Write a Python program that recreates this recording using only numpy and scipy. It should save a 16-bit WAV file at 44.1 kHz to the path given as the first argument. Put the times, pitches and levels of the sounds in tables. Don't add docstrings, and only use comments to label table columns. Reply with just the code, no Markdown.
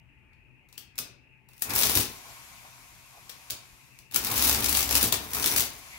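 import sys
import numpy as np
from scipy import signal
from scipy.fft import rfft, irfft, next_fast_len
from scipy.io import wavfile
from scipy.ndimage import uniform_filter1d

SR = 44100
rng = np.random.default_rng(int(sys.argv[2]) if len(sys.argv) > 2 else 0)


def put_to_file(sound):
    columns = np.atleast_2d(sound).T
    safe = np.clip(columns, -1, 1)
    whole_steps = np.round(safe * 32767)
    wavfile.write(sys.argv[1], SR, whole_steps.astype(np.int16))


def convert_level_to_amplitude(level_db):
    exponent = np.asarray(level_db, float) / 20
    return 10 ** exponent


N = 263718
TIME = np.arange(N) / SR

# start_s, moving_parts_db, motor_effort_db
CYCLES = [
    [(1.61, -56, -62), (1.65, -50, -48), (1.706, -39, -35.5), (1.794, -27, -35), (1.906, -29.5, -35.5),
     (2.002, -26.5, -39.5), (2.076, -47.5, -49.5), (2.172, -49.5, -60.5), (2.2, -54, -60)],
    [(4.125, -50, -57), (4.161, -50, -42), (4.227, -38, -43), (4.301, -31.5, -34.5), (4.445, -26, -34.5),
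     (4.595, -33, -37), (4.759, -29.5, -36.5), (4.893, -37.5, -40), (4.973, -20.5, -34)],
    [(4.973, -26.5, -34.5), (5.05, -28, -37), (5.163, -42, -48), (5.285, -47.5, -50.5),
     (5.365, -32.5, -37.5), (5.513, -27, -37.5), (5.611, -30, -36.5), (5.695, -49, -50.5), (5.8, -55, -56)],
]
# frequency_hz, level_db (per Hz)
STEEL = [(710, -12), (1200, -14), (1870, -7.5), (2290, -6), (3710, -2.5), (4970, -2), (8320, -3),
         (12100, -0.5), (15000, -0.5), (15700, 3)]
# frequency_hz, level_db (per Hz)
FRAME = [(240, -36.5), (400, -2.5), (439, -8), (526, -13), (772, -0.5), (896, -1.5), (1070, -1), (1870, -6),
         (2600, -1.5), (3380, -45), (5720, -120)]


def evened(x):
    return x / np.sqrt(np.mean(x ** 2) + 1e-20)


def leaned(x, lean_db):
    return x * convert_level_to_amplitude(np.array([[0.5], [-0.5]]) * lean_db)


def read(points, hz):
    f, value = np.transpose(points)
    return np.interp(np.log(hz + 1), np.log(f + 1), value)


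def envelope(tables, column):
    gain = np.zeros(N)
    for rows in tables:
        rows = np.array(rows)
        level_db = np.interp(TIME, rows[:, 0], rows[:, column], -150, -150)
        gain = np.maximum(gain, convert_level_to_amplitude(level_db))
    return uniform_filter1d(gain, size=180)


def resonances(x, modes):
    out = 0
    for hz, width_hz, db in modes:
        b, a = signal.iirpeak(hz, hz / width_hz, SR)
        out = out + convert_level_to_amplitude(db) * signal.lfilter(b, a, x)
    return out


def coloured(x, points):
    size = next_fast_len(x.shape[-1])
    gain = convert_level_to_amplitude(read(points, np.fft.rfftfreq(size, 1 / SR)))
    return irfft(rfft(x, size) * gain, size)[..., :x.shape[-1]]


def stereo_noise(points, lean_db, patchy_db):
    # frequency_hz, likeness (0 to 1)
    likeness = [(60, 1), (300, 0.47), (800, 0.77), (2000, .15), (6000, 0.019)]
    frames, hz = N // 256 + 5, np.fft.rfftfreq(1024, 1 / SR)
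    a, b, c, d, patches = rng.standard_normal((frames, 513, 5)).T
    patches = uniform_filter1d(patches, size=10, axis=0)
    patches = evened(uniform_filter1d(patches, size=10, axis=1))
    like = np.clip(read(likeness, hz), -1, 1)[:, None]
    left = a + 1j * b
    right = like * left + np.sqrt(1 - like ** 2) * (c + 1j * d)
    spectra = np.array([left, right]) * convert_level_to_amplitude(read(points, hz)[:, None] + patchy_db * patches)
    noise = signal.istft(spectra, nperseg=1024, noverlap=768)[1][:, :N]
    return leaned(evened(noise), lean_db)


def room_tone():
    # frequency_hz, level_db (per Hz)
    air_colour = [(18, -80), (30, -24.5), (53, -4.5), (87, -14), (125, -22), (158, -19.5), (259, -21.5),
                  (298, -24), (378, -24), (417, -33.5), (1260, -37), (1370, -37), (2680, -18.5),
                  (3400, -51), (4420, -75.5), (7480, -120)]
    # pitch_hz, width_hz, level_db
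    appliances = [(125.7, 7.4, -69.5), (881, 24, -81), (2470, 30, -75.5)]
    hums = 0
    for hz, width_hz, db in appliances:
        source = rng.standard_normal(N) + 2.8 * rng.standard_normal((2, N))
        hums = hums + convert_level_to_amplitude(db) * evened(resonances(source, [(hz, width_hz, 0)]))
    self_noise = convert_level_to_amplitude(-83.0) * rng.standard_normal((2, N))
    air = convert_level_to_amplitude(-61.0) * stereo_noise(air_colour, lean_db=4.5, patchy_db=2.5)
    return air + leaned(hums, lean_db=16.5) + self_noise


def room(x):
    # frequency_hz, t60_s
    decay = [(100, 1), (1000, 0.49), (4600, 0.36), (12000, 0.19)]
    out, size = np.zeros((2, N)), SR // 2
    slots = np.arange(220, size - 20, 20)
    for k in range(3):
        taps = np.zeros((2, size))
        at = slots + rng.integers(0, 20, (2, len(slots)))
        np.put_along_axis(taps, at, rng.choice([-1., 1.], at.shape), 1)
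        hz, t, z = signal.stft(taps, SR, nperseg=128)
        fading = convert_level_to_amplitude(-60 * t / read(decay, hz)[:, None])
        tail = signal.istft(z * fading, SR, nperseg=128)[1]
        turn = np.sqrt(2 / 3) * np.cos(2 * np.pi * (7 * TIME + k / 3))
        out += signal.fftconvolve(x * turn, tail / np.linalg.norm(tail[0]), axes=1)[:, :N]
    return out


def coasting():
    # after_release_s, brush_hiss_db
    rundown = [(0, -52), (0.2, -49.5), (0.5, -53), (0.95, -56.5), (1.4, -54.5), (1.6, -57.5), (1.88, -63),
               (2.03, -71)]
    # load_drops_s, next_engagement_s
    releases = [
        (2.1, 4.13),
        (5.2, 7.8),
        (5.701, 6.5),
    ]
    after, db = np.transpose(rundown)
    spans = []
    for start, end in releases:
        span = [(start, db[0])]
        span += [(start + t, d) for t, d in rundown[1:] if start + t < end]
        span.append((end, np.interp(end - start, after, db)))
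        spans.append(span)
    return envelope(spans, column=1)


def brushes(rotor):
    # frequency_hz, level_db (per Hz)
    brush_colour = [(740, -29), (1250, -5.5), (1850, -5.5), (2310, 1), (2600, -5.5), (4310, -6.5),
                    (6870, -5.5), (8320, -9), (11800, -7), (15700, -14.5)]
    return convert_level_to_amplitude(1.0) * stereo_noise(brush_colour, lean_db=4.0, patchy_db=0.8) * rotor


def gear_train(rotor, flutter):
    # pitch_hz, width_hz, level_db
    gear_modes = [(758, 105, 6.5), (954, 84, 10), (1060, 40, 11.5), (2170, 54, -7.5)]
    # peak_s, pitch_hz, level_db
    gear_rubs = [
        (2.28, 790, -60),
        (2.66, 794, -59),
        (3.17, 790, -59),
        (5.251, 1040, -49),
        (5.95, 2130, -48),
    ]
    teeth = rng.standard_normal((3, N))
    teeth = 1.33 * teeth[0] + teeth[1:]
    whirr_gain = convert_level_to_amplitude(2) * abs(rotor) ** 1.106
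    whirr = evened(resonances(teeth, gear_modes)) * flutter * whirr_gain
    rubs = 0
    for s, hz, db in gear_rubs:
        swell = convert_level_to_amplitude(db) * np.exp(-((TIME - s) / 0.038) ** 2)
        rubs = rubs + swell * evened(resonances(teeth, [(hz, 220, 0)]))
    return leaned(convert_level_to_amplitude(-3.0) * whirr + rubs, lean_db=1.5)


def rotor_unbalance(flutter):
    # start_s, level_db
    loaded = [
        [(4.2, -47), (4.262, -78), (4.42, -47.5), (5.006, -43.5), (5.122, -62), (5.344, -61), (5.636, -61),
         (5.7, -68)],
    ]
    hum = convert_level_to_amplitude(6.5) * np.sin(2 * np.pi * 68 * TIME) * flutter * envelope(loaded, column=1)
    return leaned(hum, lean_db=0.5)


def motor():
    flutter = convert_level_to_amplitude(1.3 * evened(uniform_filter1d(rng.standard_normal(N), size=1500)))
    rotor = coasting()
    return brushes(rotor) + gear_train(rotor, flutter) + rotor_unbalance(flutter)


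def desk_top(effort):
    # pitch_hz, width_hz, level_db
    desk_modes = [(68, 16.4, -2.5), (102.5, 18.5, -0.5), (123.5, 2.2, -6.5), (178, 42, -13.5),
                  (227.4, 25.7, -5.5), (282.7, 6.7, 0), (356.8, 6.8, -6), (422, 4.4, -4.5)]
    # start_s, level_db
    thuds = [
        (0.786, -59.5),
        (0.997, -47),
        (1.03, -76),
        (1.96, -33),
        (3.514, -50.5),
        (3.88, -58.5),
        (5.03, -33.5),
        (5.127, -41.5),
        (5.46, -55),
    ]
    shake = convert_level_to_amplitude(-3.5) * abs(effort)
    for s, db in thuds:
        shake = shake + convert_level_to_amplitude(db) * (TIME > s) * np.exp(-abs(TIME - s) / 0.053)
    unsteady = convert_level_to_amplitude(1.84 * evened(uniform_filter1d(rng.standard_normal(N), size=900)))
    jolts = rng.standard_normal((3, N)) * unsteady
    wood = evened(resonances(jolts[0] + 0.36 * jolts[1:], desk_modes))
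    wood = wood * uniform_filter1d(shake, size=300)
    return signal.sosfilt(signal.butter(2, 48, "high", fs=SR, output="sos"), wood)


def frame_drone(effort):
    drone = stereo_noise(FRAME, lean_db=0.0, patchy_db=1)
    return convert_level_to_amplitude(-1.5) * drone * abs(effort) ** 1.023


def dwelling():
    # trip_s, hush_db
    dwells = [
        (1.7521, -1),
        (1.9533, -4),
        (4.6432, 2),
        (4.7447, -9),
        (4.9528, -2),
        (5.1244, -16),
        (5.563, -8),
    ]
    return convert_level_to_amplitude(sum(db * (TIME < s) * np.exp(-((TIME - s) / 0.026) ** 2) for s, db in dwells))


def rattle():
    # start_s, level_db
    stems = [
        [(0.688, -77), (0.778, -81)],
        [(1.488, -74), (1.615, -51.5)],
        [(4.112, -48), (4.143, -48)],
    ]
    ticks_per_s, spread_db, parts = 600, 4, 16
    size = convert_level_to_amplitude(spread_db * np.minimum(rng.exponential(1, N), 3))
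    size = size * (rng.random(N) < ticks_per_s / SR)
    part, t, out = rng.integers(0, parts, N), np.arange(600) / SR, np.zeros((2, N))
    for k in range(parts):
        common, own = rng.standard_normal(600), rng.standard_normal((2, 600))
        tick = (0.5 * common + own) * np.exp(-t / rng.uniform(0.0009, 0.0035))
        ping = np.sin(2 * np.pi * (rng.uniform(2900, 14500) * t + rng.random((2, 1))))
        tick += 0.4 * ping * np.exp(-t / 0.003)
        out += signal.oaconvolve((size * (part == k))[None], tick, axes=1)[:, :N]
    ticking = leaned(evened(coloured(out, STEEL)), lean_db=5.8)
    return ticking * envelope(CYCLES + stems, column=1) * dwelling() * convert_level_to_amplitude(2.0)


def voiced(rows, knock_db, knock_follows, knock_spread_db, pan_db, pan_spread_db):
    chance = rng.standard_normal((len(rows), 2))
    hits = []
    for (s, db, hz, treble_db), (a, b) in zip(rows, chance):
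        knock = knock_db - (1 - knock_follows) * (db + 19.5) + knock_spread_db * a
        hits.append((s, db, hz, treble_db, knock, pan_db + pan_spread_db * b))
    return hits


def strikes(rows, skid_s, crack_s, ring_s, ring_db, mode_db, shared, usual_treble_db, knock_gain_db):
    size, lead_in = 2048, 256
    t, hz = (np.arange(size) - lead_in) / SR, np.fft.rfftfreq(size, 1 / SR)
    out = np.zeros((2, N + size))
    after = np.maximum(t, 0)
    rise = 1 - np.exp(-after / 0.0004) + 0.22 * np.exp(-abs(t) / skid_s)
    shape = rise * (np.exp(-after / crack_s) + convert_level_to_amplitude(ring_db) * np.exp(-after / ring_s))
    mode_shape = convert_level_to_amplitude(mode_db) * rise * np.exp(-after / 0.0025)
    knock_shape = np.exp(-after / 0.0043) * (1 - np.exp(-after / 0.0014))
    treble_tilt = 0.66 * np.tanh(np.log2((hz + 1) / 7000) * 2)
    for s, db, ring_hz, treble_db, knock_db, pan_db in rows:
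        common, own = rng.standard_normal(size), rng.standard_normal((2, size))
        phase = rng.random((2, 1))
        colour_db = read(STEEL, hz) + (treble_db - usual_treble_db) * treble_tilt
        metal = evened(irfft(rfft(shared * common + (1 - shared) * own) * convert_level_to_amplitude(colour_db)))
        mode = mode_shape * np.sin(2 * np.pi * (ring_hz * t + phase))
        knock = convert_level_to_amplitude(knock_db + knock_gain_db) * evened(coloured(common, FRAME)) * knock_shape
        at = round(s * SR) - lead_in
        out[:, at:at + size] += convert_level_to_amplitude(db + 1.0) * (leaned(metal * shape + mode, pan_db) + knock)
    return out[:, :N]


def key_clicks():
    # start_s, peak_db, ring_hz (strongest), treble_db
    keys = [(0.3321, -63, 2590, -18), (0.688, -53, 2640, -12), (0.727, -43, 2720, -9),
            (0.7788, -28.5, 5300, -9.5), (0.9562, -46, 2560, -9), (0.9806, -23, 4960, -8.5),
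            (0.9875, -17, 4900, -6.5), (1.488, -45.5, 2600, -7), (1.5336, -47.5, 2740, -8),
            (1.5792, -44, 13600, -7), (3.2947, -35.5, 7800, -12), (3.2985, -31.5, 11400, -11),
            (3.5011, -27.5, 8750, -11.5), (3.5058, -17, 4700, -7), (3.989, -39.5, 12300, -10),
            (4.1121, -37.5, 5890, -9)]
    hits = voiced(keys, knock_db=-33.5, knock_follows=0.36, knock_spread_db=-3.5, pan_db=5.5, pan_spread_db=3.5)
    return strikes(hits, skid_s=0.0014, crack_s=0.0012, ring_s=0.0069, ring_db=-11, mode_db=-22,
                   shared=0.075, usual_treble_db=-7.0, knock_gain_db=3.5)


def blow_times():
    # start_s, peak_db, ring_hz (strongest)
    entry = [(1.6212, -17, 12500), (1.6968, -29.5, 2500), (1.7051, -25.5, 2420), (1.7354, -22, 11900),
             (1.7521, -19, 12000), (1.7609, -15.5, 12300), (1.7792, -19, 12500), (1.7889, -30, 12900),
             (1.7957, -20.5, 12400), (1.8129, -19, 12400), (1.8229, -19.5, 4470), (1.8333, -15, 3270),
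             (1.8523, -23, 12000), (1.8693, -19, 12100), (1.8954, -18, 11900), (1.9332, -36, 12900),
             (2.0003, -26, 5830), (2.0066, -24, 11700), (2.0196, -36, 11600)]
    # start_s, peak_db, ring_hz
    product = [(4.1222, -42, 5330), (4.138, -34, 5000), (4.1437, -19.5, 13300), (4.152, -28.5, 3060),
               (4.16, -12, 13200), (4.2392, -28, 11600), (4.2471, -21, 11500), (4.2686, -22.5, 3740),
               (4.3174, -31, 11900), (4.9526, -10, 14100), (4.963, -15, 13600), (5.0106, -20.5, 5870),
               (5.0284, -12, 12100), (5.077, -26, 13100), (5.1243, -12.5, 3150), (5.1413, -21, 6150),
               (5.3053, -36, 11840), (5.3334, -20.5, 11700), (5.348, -21, 11840), (5.368, -25, 12100),
               (5.4285, -23, 3300), (5.4421, -18, 4420), (5.4598, -15.5, 12200), (5.4736, -21, 10500),
               (5.5963, -16.5, 13400), (5.6052, -18, 12000), (5.6207, -28, 4470)]
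    # into_turn_s, peak_db, ring_hz
    adding_turn = [(0, -25, 5720), (0.018, -16.5, 11700), (0.0345, -19, 5800), (0.058, -22, 7600),
                   (0.0648, -15, 13500), (0.0825, -24, 12400), (0.0975, -17, 13000), (0.1182, -16.5, 4420),
                   (0.1325, -20, 12100), (0.1388, -14, 12200), (0.1572, -19, 5000), (0.1718, -17, 11700),
                   (0.192, -19.5, 6940), (0.22, -29, 11500), (0.238, -27, 12900), (0.2515, -29, 4900)]
    # start_s, slowing (factor), length_s
    turns = [
        (4.3603, 0.97, 0.26),
        (4.624, 1.06, 0.26),
        (4.8915, 1.0, 0.045),
    ]
    # after_stop_s, peak_db, ring_hz
    stop_blows = [
        (0, -13.5, 13400),
        (0.0196, -13.5, 12630),
        (0.101, -30.5, 4300),
    ]
    # start_s, strength_db
    stops = [
        (1.9527, -0.5),
        (5.5621, -2),
    ]
    rows = entry + product
    rows += [(s + t, db + strength, hz) for s, strength in stops for t, db, hz in stop_blows]
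    for s, slowing, length_s in turns:
        rows += [(s + t * slowing, db, hz) for t, db, hz in adding_turn if t < length_s]
    return rows


def machine_blows():
    rows = []
    for s, db, hz in blow_times():
        treble_db = -3 if hz > 9000 else -7.5
        rows.append((s, db, hz, treble_db + 1.3 * rng.standard_normal()))
    hits = voiced(rows, knock_db=-16.5, knock_follows=0.67, knock_spread_db=5.5, pan_db=5.8, pan_spread_db=1.3)
    return strikes(hits, skid_s=0.002, crack_s=0.0022, ring_s=0.016, ring_db=-9.5, mode_db=-11,
                   shared=0.29, usual_treble_db=-4.5, knock_gain_db=-2.0)


def scene():
    keys = key_clicks()
    clatter = machine_blows() + rattle()
    effort = envelope(CYCLES, column=2)
    near = keys + clatter + desk_top(effort) + frame_drone(effort) + motor()
    near[1] = np.roll(near[1], 8)
    echo = room(convert_level_to_amplitude(-2.0) * keys + convert_level_to_amplitude(-4) * clatter)
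    return near + echo + room_tone()


def top_cut(x):
    return signal.sosfilt(signal.butter(12, 17110, fs=SR, output="sos"), x)


def record(dry):
    low_pass = signal.firwin(511, 15800, window=("kaiser", 6), fs=SR)
    limited = signal.oaconvolve(dry, low_pass[None], "same")
    limited = signal.sosfilt(signal.butter(2, 34, "high", fs=SR, output="sos"), limited)
    return top_cut(limited)


dry = scene()
out = record(dry)
put_to_file(out)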